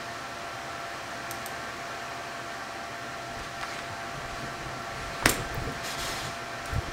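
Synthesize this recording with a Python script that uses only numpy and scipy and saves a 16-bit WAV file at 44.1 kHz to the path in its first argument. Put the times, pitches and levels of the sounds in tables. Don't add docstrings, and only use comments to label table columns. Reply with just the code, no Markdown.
import sys
import numpy as np
from scipy import signal
from scipy.fft import rfft, irfft, next_fast_len
from scipy.io import wavfile
from scipy.ndimage import uniform_filter1d, map_coordinates

SR = 44100
rng = np.random.default_rng(int(sys.argv[2]) if len(sys.argv) > 2 else 0)


def dump(signal):
    limited = np.clip(np.atleast_2d(signal).T, -1, 1)
    pcm = np.round(limited * 32767).astype(np.int16)
    wavfile.write(sys.argv[1], SR, pcm)


def how_loud(loudness_db):
    steps = np.asarray(loudness_db, float) / 20
    return 10 ** steps


N = 305216


# start_s, peak_db, blow_centre_hz, burst_t60_s
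CONTACTS = [(3.39, -37, 5000, .03), (3.612, -27, 3000, 0.0087), (3.629, -21.5, 2200, .01),
            (3.6325, -22, 1290, 0.024), (3.788, -24.5, 1900, 0.018), (5.223, -22, 900, 0.047),
            (5.255, -17, 3020, .02), (5.2581, -8.5, 6960, 0.012), (5.2576, -2.5, 2100, 0.0065),
            (5.2592, -4, 960, 0.0031), (5.263, -15.5, 2480, 0.032), (5.545, -27, 15000, 0.0073),
            (5.64, -40, 14000, .006), (5.72, -40, 9000, .02), (6.657, -30, 7000, 0.01),
            (6.735, -39, 12000, .03), (6.762, -33, 500, .02)]
# freq_hz, gain_db
SHELL = [(100, 11), (970, 5.5), (1900, 5), (2800, -2), (5400, 5), (7000, -3.5), (9000, 4.5), (11500, -4),
         (16000, 6)]
# start_s, boom_db
BOOMS = [
    (5.222, -32.5),
    (5.2578, -10.5),
    (6.762, -45),
]
# pitch_hz, level_db, t60_s
DESK_MODES = [(70, -14, 0.14), (130, -6.5, 0.048), (259, -8, 0.1), (292, -11.5, 0.083), (470, -6.5, 0.033)]
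ROOM_AT_10MS_DB, ROOM_PER_DOUBLING_DB = -7, 1.2


def contacts():
    out, t = np.zeros(N), np.arange(SR // 2) / SR
    for start_s, peak_db, centre_hz, t60_s in CONTACTS:
        def shell(f):
            blow = resonances([(centre_hz, 1.03 * centre_hz, 0)], f) ** 2
            return blow * how_loud(along(SHELL, f))

        knock = how_loud(peak_db) * peaked(filtered(burst(t, 0.00089, t60_s), shell))
        room_db = ROOM_AT_10MS_DB + ROOM_PER_DOUBLING_DB * np.log2(100 * t60_s)
        add(out, start_s, knock + how_loud(room_db) * reverb(knock))
    boom = ringing(DESK_MODES, t) * onset(t, 0.002)
    for start_s, boom_db in BOOMS:
        add(out, start_s, -how_loud(boom_db) * boom)
    return out


# start_s, peak_db, burst_t60_s
RATTLE = [
    (5.2895, -24, .02),
    (5.2922, -11.5, .018),
    (5.2945, -12.5, .012),
    (5.2985, -17, .022),
    (5.311, -24, .04),
    (5.338, -30, .04),
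]
# centre_hz, width_hz, level_db
WHEEL_MODES = [(3420, 810, -5.5), (6930, 950, -3), (7370, 310, 4), (8730, 950, -2), (11000, 3400, -7),
               (14000, 4700, -8)]


def rattle():
    out, t = np.zeros(N), np.arange(SR // 2) / SR
    for start_s, peak_db, t60_s in RATTLE:
        chatter = filtered(burst(t, 0.00074, t60_s), lambda f: resonances(WHEEL_MODES, f))
        chatter = how_loud(peak_db) * peaked(chatter)
        add(out, start_s, chatter + how_loud(-10) * reverb(chatter))
    return out


# start_s, peak_db, ring_re_crack_db, ring_decay_factor
BUTTON = [
    (1.3104, -26, 1.5, 0.77),
    (1.4603, -21, -8, .5),
]
# pitch_hz, level_db, t60_s
SWITCH_MODES = [(1900, 6, .006), (4300, -8, 0.0061), (6100, 0, .01), (8700, -2, 0.017), (10200, -8, 0.0071),
                (12600, 1, 0.012), (15000, -6, .008)]
# freq_hz, level_db
CRACK = [(1500, -30), (3500, -4), (6000, -5), (8500, 2), (11000, -12), (13000, 1), (16000, -18)]


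def button():
    out, t = np.zeros(N), np.arange(SR // 3) / SR
    for start_s, peak_db, ring_db, decay_factor in BUTTON:
        ring = ringing(SWITCH_MODES, t, decay_factor)
        crack = filtered(burst(t, 0.00025, 0.013), lambda f: how_loud(along(CRACK, f)))
        crack = 1.16 * peaked(crack)
        snap = how_loud(peak_db) * (how_loud(ring_db) * ring + crack) * onset(t, 0.00049)
        add(out, start_s, snap + how_loud(-8.5) * reverb(snap))
        add(out, start_s + 0.0076, how_loud(-11) * snap)
    return out


# start_s, brake_s, stop_s, full_speed_db
STROKES = [
    (5.825, 5.92, 5.985, -37.5),
    (5.966, 6.056, 6.415, -35.5),
    (6.65, 6.74, 6.78, -50),
]
# freq_hz, density_db_per_hz
SCRAPE = [(1000, -7.5), (2000, 1), (2700, -4.5), (3600, -1.5), (5500, -6), (7500, -8), (8700, -9.5),
          (10500, -10.5), (13000, -13), (16000, -19)]
# centre_hz, width_hz, level_db
PAD_MODES = [(3570, 200, -1), (4300, 100, -4), (5200, 130, -3), (6500, 110, 4), (8690, 200, 2),
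             (9880, 250, -1), (13000, 500, 4)]
PAD_MODES_DB, SHEEN_DB, PUSH_S = -3, -15, 0.026
BODY_POWER, SHEEN_POWER = 0.77, 1.3


def slide():
    t = np.arange(N) / SR
    scrape = how_loud(0.8 * wobble(35)) * rippled(rush(SCRAPE, patchy_db=1.5), ECHO_DB + 7)
    scrape = filtered(scrape, lambda f: 1 + how_loud(PAD_MODES_DB) * np.abs(resonances(PAD_MODES, f)))
    body = filtered(scrape, lambda f: 1 / (1 + (f / 9000) ** 8))
    sheen = how_loud(SHEEN_DB) * unit(scrape - body)
    body = unit(body)
    out = np.zeros(N)
    for start_s, brake_s, stop_s, level_db in STROKES:
        speed = np.interp(t, [start_s, start_s + PUSH_S, brake_s, stop_s], [0, 1, 1, 0])
        out += how_loud(level_db) * (speed ** BODY_POWER * body + speed ** SHEEN_POWER * sheen)
    return out


# time_s, rumble_db
GRIP = [(3.15, -81), (3.38, -46), (3.6, -61), (4.0, -61), (4.33, -48), (4.9, -52.5), (5.01, -44.5),
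        (5.18, -49), (5.29, -40), (5.47, -47), (5.67, -38.5), (5.8, -50), (6.12, -45.5), (6.3, -53),
        (6.36, -71), (6.63, -56), (6.71, -43), (6.92, -44)]
# freq_hz, density_db_per_hz
RUMBLE = [(12, -20), (30, -4), (60, -4.5), (90, -9.5), (200, -46), (500, -60)]
# start_s, hold_s, hum_db, slip_re_hum_db
SQUEEZES = [(3.41, .02, -49, -3), (3.755, .02, -47, -9), (3.906, 0.027, -44, -12), (4.167, .01, -41.5, -8),
            (4.29, .02, -51, -8), (4.434, 0.024, -44.5, -1), (4.605, 0.011, -45, -5), (4.67, .03, -44, -6),
            (4.76, .01, -46, -1), (5.003, .02, -44, -7), (5.12, .03, -51, -12), (5.27, .05, -42.5, 7.5),
            (5.377, 0.046, -38, -3), (5.62, .03, -46, 0), (5.68, 0.029, -39.5, -12), (5.965, .01, -47, -14),
            (6.1, 0.027, -44, -3), (6.25, .03, -42.5, -7), (6.753, 0.026, -40, -10)]
# start_s, peak_db, pitch_hz, t60_s
THUMPS = [
    (5.55, -31, 470, 0.053),
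    (5.574, -27, 130, 0.075),
    (5.672, -27.5, 467, .06),
    (6.727, -21.5, 77, .06),
    (6.76, -14.5, 110, 0.039),
    (6.781, -15, 86, 0.039),
    (6.876, -38, 45, 0.064),
]
HUM_DB, RUSTLE_DB = -3.5, -5
SQUEEZE_RISE_DB_S, SQUEEZE_FALL_DB_S = 370, 320


def hand():
    effort = how_loud(curves(GRIP)[0])
    rumble = even(rush(RUMBLE, patchy_db=9))
    hum = filtered(rng.standard_normal(N), lambda f: resonances([(125.7, 54, 0)], f) ** 2)
    hum = even(unit(hum))
    skin_modes = [(229, 100, 1.2), (493, 285, -0.77)]
    rustle = unit(filtered(rng.standard_normal(N), lambda f: resonances(skin_modes, f) ** 2))

    presses = [(s, hold_s, hum_db) for s, hold_s, hum_db, slip_db in SQUEEZES]
    slips = [(s, hold_s, hum_db + slip_db) for s, hold_s, hum_db, slip_db in SQUEEZES]
    pressed = swells(presses, SQUEEZE_RISE_DB_S, SQUEEZE_FALL_DB_S)
    slipped = swells(slips, SQUEEZE_RISE_DB_S, SQUEEZE_FALL_DB_S)
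    out = effort * rumble
    out += np.hypot(how_loud(HUM_DB) * effort, pressed) * hum
    out += np.hypot(how_loud(RUSTLE_DB) * effort, slipped) * rustle

    t = np.arange(SR // 4) / SR
    for start_s, peak_db, pitch_hz, t60_s in THUMPS:
        add(out, start_s, -onset(t, 0.004) * ringing([(pitch_hz, peak_db + 6, t60_s)], t))
    return out


# start_s, hold_s, level_db
SLEEVE = [
    (3.44, 0.008, -46.5),
    (3.61, 0.2, -46.5),
    (4.31, 0.16, -49),
    (4.63, .05, -56),
    (4.97, 0.34, -48),
]
# freq_hz, density_db_per_hz
CLOTH = [(900, -35), (2000, 4.5), (4000, -0.5), (8000, -8), (15000, -30)]
SLEEVE_RISE_DB_S, SLEEVE_FALL_DB_S = 140, 160


def sleeve():
    grains = unit(how_loud(0.91 * wobble(45)) * rush(CLOTH, patchy_db=3.5))
    return swells(SLEEVE, SLEEVE_RISE_DB_S, SLEEVE_FALL_DB_S) * grains


# time_s, level_db
FLOW = [(0.0, -36.5), (0.27, -37.5), (1.95, -36.5), (2.95, -37.5), (4.1, -36.5), (4.84, -37), (6.17, -36),
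        (6.4, -36.5), (6.92, -36)]
# freq_hz, density_db_per_hz
AIR = [(15, -29), (50, -21), (90, -20), (125, -14), (188, -17.5), (230, -11), (320, -12), (390, -16),
       (650, -11.5), (1000, -12), (1800, -12.5), (2600, -18.5), (3600, -26), (6000, -110)]
# freq_hz, density_db_per_hz
HISS = [(1530, -27), (2600, -9), (3540, -6.5), (3900, -2.5), (4640, -5), (5480, -5), (7180, -9.5),
        (10700, -20), (15100, -23.5), (15700, -25)]
# time_s, seventh_order_hz
ROTOR = [(0.0, 686.9), (4.12, 687.2), (5.09, 684.5), (6.71, 684.2), (6.92, 682.1)]
SHAFT_ORDERS = [7, 8, 9, 11, 16, 24, 40, 75.2, 84]
# level_db, flutter_db
ORDER_LEVELS = [(-45.5, 1.3), (-52.5, 2), (-59, 3), (-60, 3), (-62, 2.5), (-65, 2.5), (-70, 2.5),
                (-73, 1.5), (-74, 1.5)]
DUCT_HZ = [122, 245, 345, 1135, 1168, 1343, 1365, 1563, 1660, 1810]
# width_hz, level_db
DUCT_TONES = [(20.7, -55), (25, -64.5), (14, -57), (53, -53), (18, -55), (12, -52), (14, -52.5),
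              (28, -51.5), (30, -69), (30, -56)]
# pitch_hz, level_db
DRIVE = (75.4, -61)
ECHO_DB = -12


def duct_gain(f):
    power = 0
    for hz, (width_hz, level_db) in zip(DUCT_HZ, DUCT_TONES):
        gain = np.abs(how_loud(level_db) * resonances([(hz, width_hz, 0)], f) ** 2)
        power = power + gain ** 2 * 2 * SR / (np.pi * width_hz)
    return np.sqrt(power)


def fans():
    flow_db, = curves(FLOW)
    air = rush(AIR, patchy_db=0.53) + how_loud(-8.5) * rush(HISS, patchy_db=0.33)
    air = how_loud(-2.0 + 0.32 * wobble(1.64)) * rippled(air, ECHO_DB)

    shaft_hz = curves(ROTOR)[0] / 7 * (1 + 0.0015 * wobble(12))
    turn = 2 * np.pi * np.cumsum(shaft_hz) / SR
    tones = np.zeros(N)
    for order, (level_db, flutter_db) in zip(SHAFT_ORDERS, ORDER_LEVELS):
        gain = how_loud(level_db + 3.0 + flutter_db * wobble(8.1))
        tones += gain * np.sin(order * turn + 7 * rng.random())

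    ducts = filtered(rng.standard_normal(N), duct_gain)
    drive_hz, drive_db = DRIVE
    drive = how_loud(drive_db + 2.0) * np.sin(2 * np.pi * drive_hz * np.arange(N) / SR)
    return how_loud(flow_db) * air + how_loud(flow_db - np.mean(flow_db)) * (tones + ducts) + drive


# freq_hz, t60_s
ROOM = [(200, 0.49), (2000, 0.5), (8000, 0.41), (15000, 0.22)]


def reverb(x):
    hz, t, z = signal.stft(rng.standard_normal(SR // 2), SR, nperseg=256)
    decay = how_loud(-60 * t / along(ROOM, hz)[:, None])
    tail = signal.istft(z * decay, SR, nperseg=256)[1]
    delayed = np.pad(x, (200, 0))
    return signal.fftconvolve(delayed, tail / np.linalg.norm(tail))[:len(x)]


def rippled(x, echo_db):
    echoes = how_loud(-60 * np.arange(4000) / SR / 0.09) * rng.standard_normal(4000)
    return unit(x + how_loud(echo_db) * unit(signal.fftconvolve(x, echoes)[:N]))


def rush(spectrum, patchy_db):
    z = signal.stft(rng.standard_normal(N), nperseg=512)[2]
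    field = uniform_filter1d(rng.standard_normal(z.shape), size=6, axis=0)
    field = uniform_filter1d(field, size=12, axis=1)
    x = signal.istft(z * how_loud(patchy_db * unit(field)), nperseg=512)[1][:N]
    return unit(filtered(x, lambda hz: how_loud(along(spectrum, hz))))


def burst(t, rise_s, t60_s):
    z = rfft(how_loud(-60 * t / t60_s) * onset(t, rise_s) * rng.standard_normal(len(t)))
    size = uniform_filter1d(np.abs(z), size=100)
    return irfft(z / (size + 0.3 * np.mean(size)), len(t)) * (t < 0.1)


def ringing(modes, t, decay_factor=1):
    return sum(how_loud(level_db - 60 * t / (t60_s * decay_factor)) * np.sin(2 * np.pi * hz * t)
               for hz, level_db, t60_s in modes)


def resonances(modes, f):
    return sum((-1) ** k * how_loud(db) * 1j * f * width / (centre * centre - f * f + 1j * f * width)
               for k, (centre, width, db) in enumerate(modes))


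def swells(rows, rise_db_s, fall_db_s):
    t = np.arange(0, N / SR, 0.001)
    power = np.zeros(len(t))
    for start_s, hold_s, level_db in rows:
        before_db = rise_db_s * np.maximum(start_s - t, 0)
        after_db = fall_db_s * np.maximum(t - start_s - hold_s, 0)
        power += how_loud(level_db - before_db - after_db) ** 2
    return np.interp(np.arange(N) / SR, t, np.sqrt(power))


def onset(t, rise_s):
    return 1 - np.exp(-t / rise_s)


def even(x):
    return unit(x / np.sqrt(np.abs(uniform_filter1d(x ** 2, size=3500)) + 0.05))


def wobble(rate_hz):
    knots = rng.standard_normal(int(N * 60 / SR))
    return map_coordinates(knots, [np.arange(N) * min(rate_hz, 50) / SR])


def curves(rows):
    time_s, *columns = np.transpose(rows)
    return [np.interp(np.arange(N) / SR, time_s, column) for column in columns]


def along(points, hz):
    f, v = np.transpose(points)
    return np.interp(np.log(hz + 1), np.log(f + 1), v)


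def filtered(x, response):
    m = next_fast_len(len(x) + SR // 2)
    return irfft(rfft(x, m) * response(np.fft.rfftfreq(m, 1 / SR)), m)[:len(x)]


def unit(x):
    return x / np.sqrt(np.mean(x ** 2) + 1e-20)


def peaked(x):
    return x / np.max(np.abs(x))


def add(track, start_s, x):
    part = track[round(start_s * SR):][:len(x)]
    part += x[:len(part)]


def scene():
    mono = contacts() + rattle() + button() + slide() + hand() + sleeve() + fans()
    return np.tile(mono, (2, 1))


def band_limit(x):
    return signal.sosfilt(signal.butter(12, 16510, fs=SR, output="sos"), x)


def record(dry):
    top_hz, ceiling = 15760, 0.99
    x = np.array([filtered(channel, lambda hz: hz < top_hz) for channel in dry])
    x = x / (1 + np.abs(x / ceiling) ** 8) ** (1 / 8)
    return band_limit(x)


dry = scene()
out = record(dry)
dump(out)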